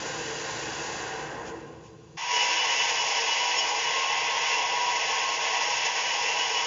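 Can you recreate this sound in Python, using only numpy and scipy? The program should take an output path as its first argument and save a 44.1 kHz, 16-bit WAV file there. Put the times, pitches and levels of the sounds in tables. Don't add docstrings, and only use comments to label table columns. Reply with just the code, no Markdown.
import sys
import numpy as np
from scipy import signal
from scipy.fft import rfft, irfft
from scipy.io import wavfile

SR = 44100
rng = np.random.default_rng(int(sys.argv[2]) if len(sys.argv) > 2 else 0)


def wav_record(signal):
    frames = np.transpose(np.atleast_2d(signal))
    bounded = np.clip(frames, -1, 1)
    quanta = np.round(bounded * 32767).astype(np.int16)
    wavfile.write(sys.argv[1], SR, quanta)


N = 293706
T = np.arange(N) / SR
HZ = np.maximum(np.arange(N // 2 + 1) * SR / N, 1)
VALVE_OPENS_S, VALVE_TRAVEL_S = 2.168, 0.01
JET_START_DB, JET_BUILD_S = -8.5, 0.24
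DROP_AT_S, DROP_LENGTH_S = 2.168, 0.01
LOW_CUT_HZ, CUTOFF_HZ = 45, 7080

# (frequency [Hz], relative level [dB])
JET_SPECTRUM = [(150, -90), (300, -79.5), (370, -83.0), (430, -66.5), (800, -65), (1100, -63),
                (1200, -76.5), (1500, -75.5), (1820, -73), (1960, -70), (2750, -62.5), (3450, -69),
                (3750, -74.5), (7000, -92.5)]
# (frequency [Hz], bandwidth [Hz], relative peak level [dB])
DUCT_MODES = [(328, 18, -72.0), (482, 15, -63.5), (664, 8, -62.5), (722, 7, -62.0), (832, 15, -56.0),
              (912, 15, -55.5), (953, 29, -56.0), (1091, 10, -59.5), (1273, 9, -68.0), (1450, 7, -66.0),
              (1556, 33, -64.5), (1717, 26, -64.5), (1763, 7, -59.5), (1898, 33, -61.5), (1988, 27, -57.5),
              (2075, 75, -61.0), (2223, 17, -62.0), (2410, 6, -61.0), (2657, 22, -56.0), (2877, 31, -59.5),
              (3349, 33, -63.0), (3480, 26, -65.0), (3946, 28, -70.0), (4074, 20, -67.5), (4446, 60, -69.5),
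              (4813, 21, -64.5), (4916, 506, -70.0), (5373, 364, -65.5), (5877, 409, -68.5),
              (6638, 434, -67.0)]
# (time [s], rush level [dB], hiss level [dB])
JET_FLOW = [(2.42, -28.5, -31.5), (2.68, -28.5, -33.5), (2.86, -28.5, -31.5), (2.99, -31, -32.5),
            (3.52, -29.5, -33.5), (3.76, -32, -35), (3.94, -28.5, -35.5), (4.15, -30.5, -36.8),
            (4.48, -29, -35), (4.72, -31.5, -36.5), (5.14, -30, -34.5), (5.33, -31, -35.5),
            (5.48, -30.5, -34.5), (6.66, -31, -34.5)]
# (time [s], change in rush level [dB])
JET_SURGES = [(2.94, -1.5), (3.17, 1.5), (3.63, -1.5), (3.7, 1), (4.53, 1.5), (5.39, -3), (5.81, -0.5),
              (5.86, 2.5)]
# (frequency [Hz], resting level [dB], pitch wander [Hz], waver [dB])
WHISTLES = [(971, -42.8, 3.5, 1.3), (1070, -46.2, 3, 1.2), (2717, -47, 5, 2.2), (2939, -45.2, 7, 2.2)]
# (time [s], half-width [s], frequency [Hz], level [dB])
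WHISTLE_SWELLS = [(2.335, 0.046, 971, -32.5), (2.464, .06, 971, -36), (3.458, 0.051, 971, -36.5),
                  (4.643, 0.098, 971, -35), (4.857, .07, 971, -31), (5.62, 0.065, 971, -42),
                  (6.394, 0.044, 971, -42), (4.02, 0.11, 1070, -41), (4.6, 0.38, 1070, -44.5),
                  (5.288, .08, 1070, -38.5), (2.493, .1, 2717, -42.5), (2.802, 0.12, 2717, -39),
                  (4.527, 0.032, 2717, -37), (5.85, 0.019, 2717, -40), (6.29, .055, 2717, -35.5)]
# (time [s], level [dB])
SHRILL_PULSES = [(2.365, -31), (2.41, -32), (2.595, -30), (2.63, -31.5), (2.71, -32.5), (2.81, -31),
                 (3.0, -37.5), (3.18, -34.5), (3.32, -30.5), (3.43, -30.5), (3.5, -41), (3.62, -30.5),
                 (3.88, -32), (4.1, -38), (6.1, -34), (6.42, -34.5), (6.58, -35)]
# (time [s], half-width [s], frequency [Hz], level [dB])
SQUEALS = [(3.59, .011, 5390, -28), (3.589, .014, 6780, -33), (3.592, .012, 3180, -34)]
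# (frequency [Hz], relative level [dB])
DRAUGHT_SPECTRUM = [(100, -78.5), (260, -75), (400, -73.5), (520, -71), (720, -72.5), (1050, -70),
                    (1300, -79.5), (1680, -69.5), (2050, -73), (2350, -78.5), (2720, -73), (3700, -80.5),
                    (5600, -78.5), (6900, -74.5)]
# (frequency [Hz], bandwidth [Hz], relative peak level [dB])
HOUSING_MODES = [(327, 31, -64.5), (449, 24, -61.5), (477, 21, -64.5), (528, 10, -69.0), (775, 15, -63.0),
                 (845, 20, -66.5), (954, 18, -64.5), (1048, 15, -62.5), (1436, 19, -65.5),
                 (1554, 12, -63.5), (1623, 57, -67.5), (1870, 25, -71.0), (2157, 14, -71.5),
                 (2606, 67, -69.5), (2883, 43, -70.5), (3387, 129, -74.5), (3989, 22, -72.0),
                 (4754, 90, -76.5)]
# (top edge [Hz], level [dB], fade start [s], fade end [s], fade depth [dB])
DRAUGHT_BANDS = [(520, -42, 1.47, 2.16, 15), (1430, -39.5, 1.29, 2.09, 22), (2230, -43, 1.1, 2.3, 36),
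                 (3730, -44, 0.89, 2.05, 24.5), (8000, -39, 0.8, 1.98, 26)]
# (time [s], half-width [s], level [dB])
SPURTS = [(1.48, .022, -46), (1.862, .022, -57)]
# (frequency [Hz], relative level [dB])
SPURT_SPECTRUM = [(1500, -100), (2800, -75), (4200, -88), (5400, -79), (6000, -81), (6700, -76),
                  (7600, -82), (9000, -100)]
# (frequency [Hz], relative level [dB])
HUM_PARTIALS = [(120, -6), (147, -2.5)]
# (frequency [Hz], level before the drop [dB], level after it [dB])
DRONE_PARTIALS = [(335.2, -58.5, -64), (422, -60, -74), (1057, -67, -76)]
# (frequency [Hz], relative level [dB])
FLAME_SPECTRUM = [(20, -100), (42, -90.5), (62, -74.5), (88, -70.5), (105, -76.5), (180, -74.5), (255, -87),
                  (400, -89), (1200, -108)]


def jet():
    rush_db, hiss_db = envelopes(JET_FLOW)
    body, rest = crossover(turbulence(JET_SPECTRUM, DUCT_MODES), edge_hz=794)
    throat, rest = crossover(rest, edge_hz=1230)
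    rush, hiss = crossover(rest, edge_hz=4200)
    onset_db = jet_onset_db()
    surge_db = sum(change_db * swell(s, 0.014) for s, change_db in JET_SURGES)
    flow = noise_band(body, -40.5 + 1.9 * onset_db, flutter_db=0.4, rate_hz=10)
    flow += noise_band(throat, -36.5 + 0.55 * onset_db, flutter_db=1.26, rate_hz=6.3)
    flow += noise_band(rush, rush_db + 1.15 * onset_db + surge_db, flutter_db=0.5, rate_hz=14)
    flow += noise_band(hiss, hiss_db + 1.27 * onset_db + 1.1 * surge_db, flutter_db=0.7, rate_hz=30)
    return flow * valve() * from_db(0.36 * drift(25))


def whistles():
    pitches = np.array([row[0] for row in WHISTLES])
    gains = [from_db(rest_db + 0.66 * jet_onset_db()) for _, rest_db, _, _ in WHISTLES]
    for s, half_width_s, hz, level_db in WHISTLE_SWELLS:
        nearest = np.argmin(abs(pitches - hz))
        gains[nearest] += from_db(level_db) * swell(s, half_width_s)
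    gains[-1] += sum(from_db(level_db) * swell(s, 0.023) for s, level_db in SHRILL_PULSES)
    return valve() * sum(gain * tone(hz, wander_hz, rate_hz=20.45, waver_db=waver_db)
                         for (hz, _, wander_hz, waver_db), gain in zip(WHISTLES, gains))


def squeals():
    return sum(from_db(db) * swell(s, half_width_s) * tone(hz, wander_hz=55, rate_hz=140, waver_db=2)
               for s, half_width_s, hz, db in SQUEALS)


def draught():
    flow, rest = 0, turbulence(DRAUGHT_SPECTRUM, HOUSING_MODES)
    for edge_hz, level_db, start_s, end_s, depth_db in DRAUGHT_BANDS:
        band, rest = crossover(rest, edge_hz) if edge_hz < CUTOFF_HZ else (rest, 0)
        band_db = level_db - depth_db * ease(start_s, end_s)
        flow += noise_band(band, band_db, flutter_db=0.6, rate_hz=45)
    hoot = from_db(-46) * swell(1.12, 0.098) * tone(772, wander_hz=4.2, rate_hz=14, waver_db=0.5)
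    return (flow + hoot) * (1 - valve())


def spurts():
    hiss = rms_one(irfft(turbulence(SPURT_SPECTRUM), N))
    return hiss * sum(from_db(db) * swell(s, half_width_s) for s, half_width_s, db in SPURTS)


def motor():
    dropped = level_drop()
    hum_db = -49.5 - 3 * throttle() - 11 * dropped
    hum = sum(from_db(db) * tone(hz, wander_hz=3, rate_hz=9, waver_db=3.5) for hz, db in HUM_PARTIALS)
    drone = 0
    for hz, before_db, after_db in DRONE_PARTIALS:
        drone_db = before_db + (after_db - before_db) * dropped
        drone += from_db(drone_db) * tone(hz, wander_hz=4, rate_hz=10, waver_db=2)
    return hum * from_db(hum_db) + drone


def flame():
    rumble_db = -59 + 4.5 * throttle() - 13 * level_drop()
    return noise_band(turbulence(FLAME_SPECTRUM), rumble_db, flutter_db=1.7, rate_hz=25)


def valve():
    return np.clip((T - VALVE_OPENS_S) / VALVE_TRAVEL_S, 0, 1)


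def jet_onset_db():
    return JET_START_DB * (1 - ease(VALVE_OPENS_S, VALVE_OPENS_S + JET_BUILD_S))


def throttle():
    return ease(0.59, 2.2)


def level_drop():
    return np.clip((T - DROP_AT_S) / DROP_LENGTH_S, 0, 1)


def turbulence(outline, modes=()):
    hz, level_db = np.transpose(outline)
    ripple_db, spacing_hz = 3.5, 11
    weak_modes = rng.standard_normal(4096)
    ripple = ripple_db * np.interp(HZ / spacing_hz, np.arange(len(weak_modes)), weak_modes)
    power = from_db(np.interp(np.log(HZ), np.log(hz), level_db) + ripple) ** 2
    for centre_hz, width_hz, peak_db in modes:
        detuning = (HZ - centre_hz) / (0.75 * width_hz)
        power += from_db(peak_db) ** 2 / (1 + detuning ** 2) ** 2
    return rfft(rng.standard_normal(N)) * np.sqrt(power)


def crossover(spectrum, edge_hz):
    below = 1 / (1 + (HZ / edge_hz) ** 12)
    return spectrum * below, spectrum * (1 - below)


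def noise_band(spectrum, level_db, flutter_db, rate_hz):
    heard = spectrum * (HZ < CUTOFF_HZ + 700)
    return rms_one(irfft(heard, N)) * from_db(level_db + flutter_db * drift(rate_hz))


def tone(hz, wander_hz, rate_hz, waver_db):
    phase = 2 * np.pi * np.cumsum(hz + wander_hz * drift(rate_hz)) / SR
    return rms_one(np.sin(phase) * from_db(waver_db * drift(rate_hz)))


def drift(rate_hz):
    count, step = 8192, 40
    hz = np.arange(count // 2 + 1) * SR / (step * count)
    slow = irfft(rfft(rng.standard_normal(count)) / (1 + (hz / rate_hz) ** 2), count)
    return rms_one(np.interp(np.arange(N) / step, np.arange(count), slow))


def swell(s, half_width_s):
    return np.exp(-np.minimum(((T - s) / half_width_s) ** 2, 60) / 2)


def ease(start_s, end_s):
    progress = np.clip((T - start_s) / (end_s - start_s), 0, 1)
    return np.sin(progress * np.pi / 2) ** 2


def envelopes(rows):
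    times, *columns = np.transpose(rows)
    return [np.interp(T, times, column) for column in columns]


def from_db(db):
    return 10 ** (np.asarray(db) / 20)


def rms_one(x):
    return x / np.sqrt(np.mean(x ** 2) + 1e-20)


def scene():
    kettle = draught() + spurts() + jet() + whistles() + squeals() + motor() + flame()
    return np.array([kettle, kettle])


def record(dry):
    thinned = signal.sosfilt(signal.butter(2, LOW_CUT_HZ, "high", fs=SR, output="sos"), dry)
    rolled = signal.sosfilt(signal.butter(32, CUTOFF_HZ, fs=SR, output="sos"), thinned)
    return signal.sosfilt(signal.ellip(10, .1, 80, CUTOFF_HZ + 450, fs=SR, output="sos"), rolled)


dry = scene()
out = record(dry)
wav_record(out)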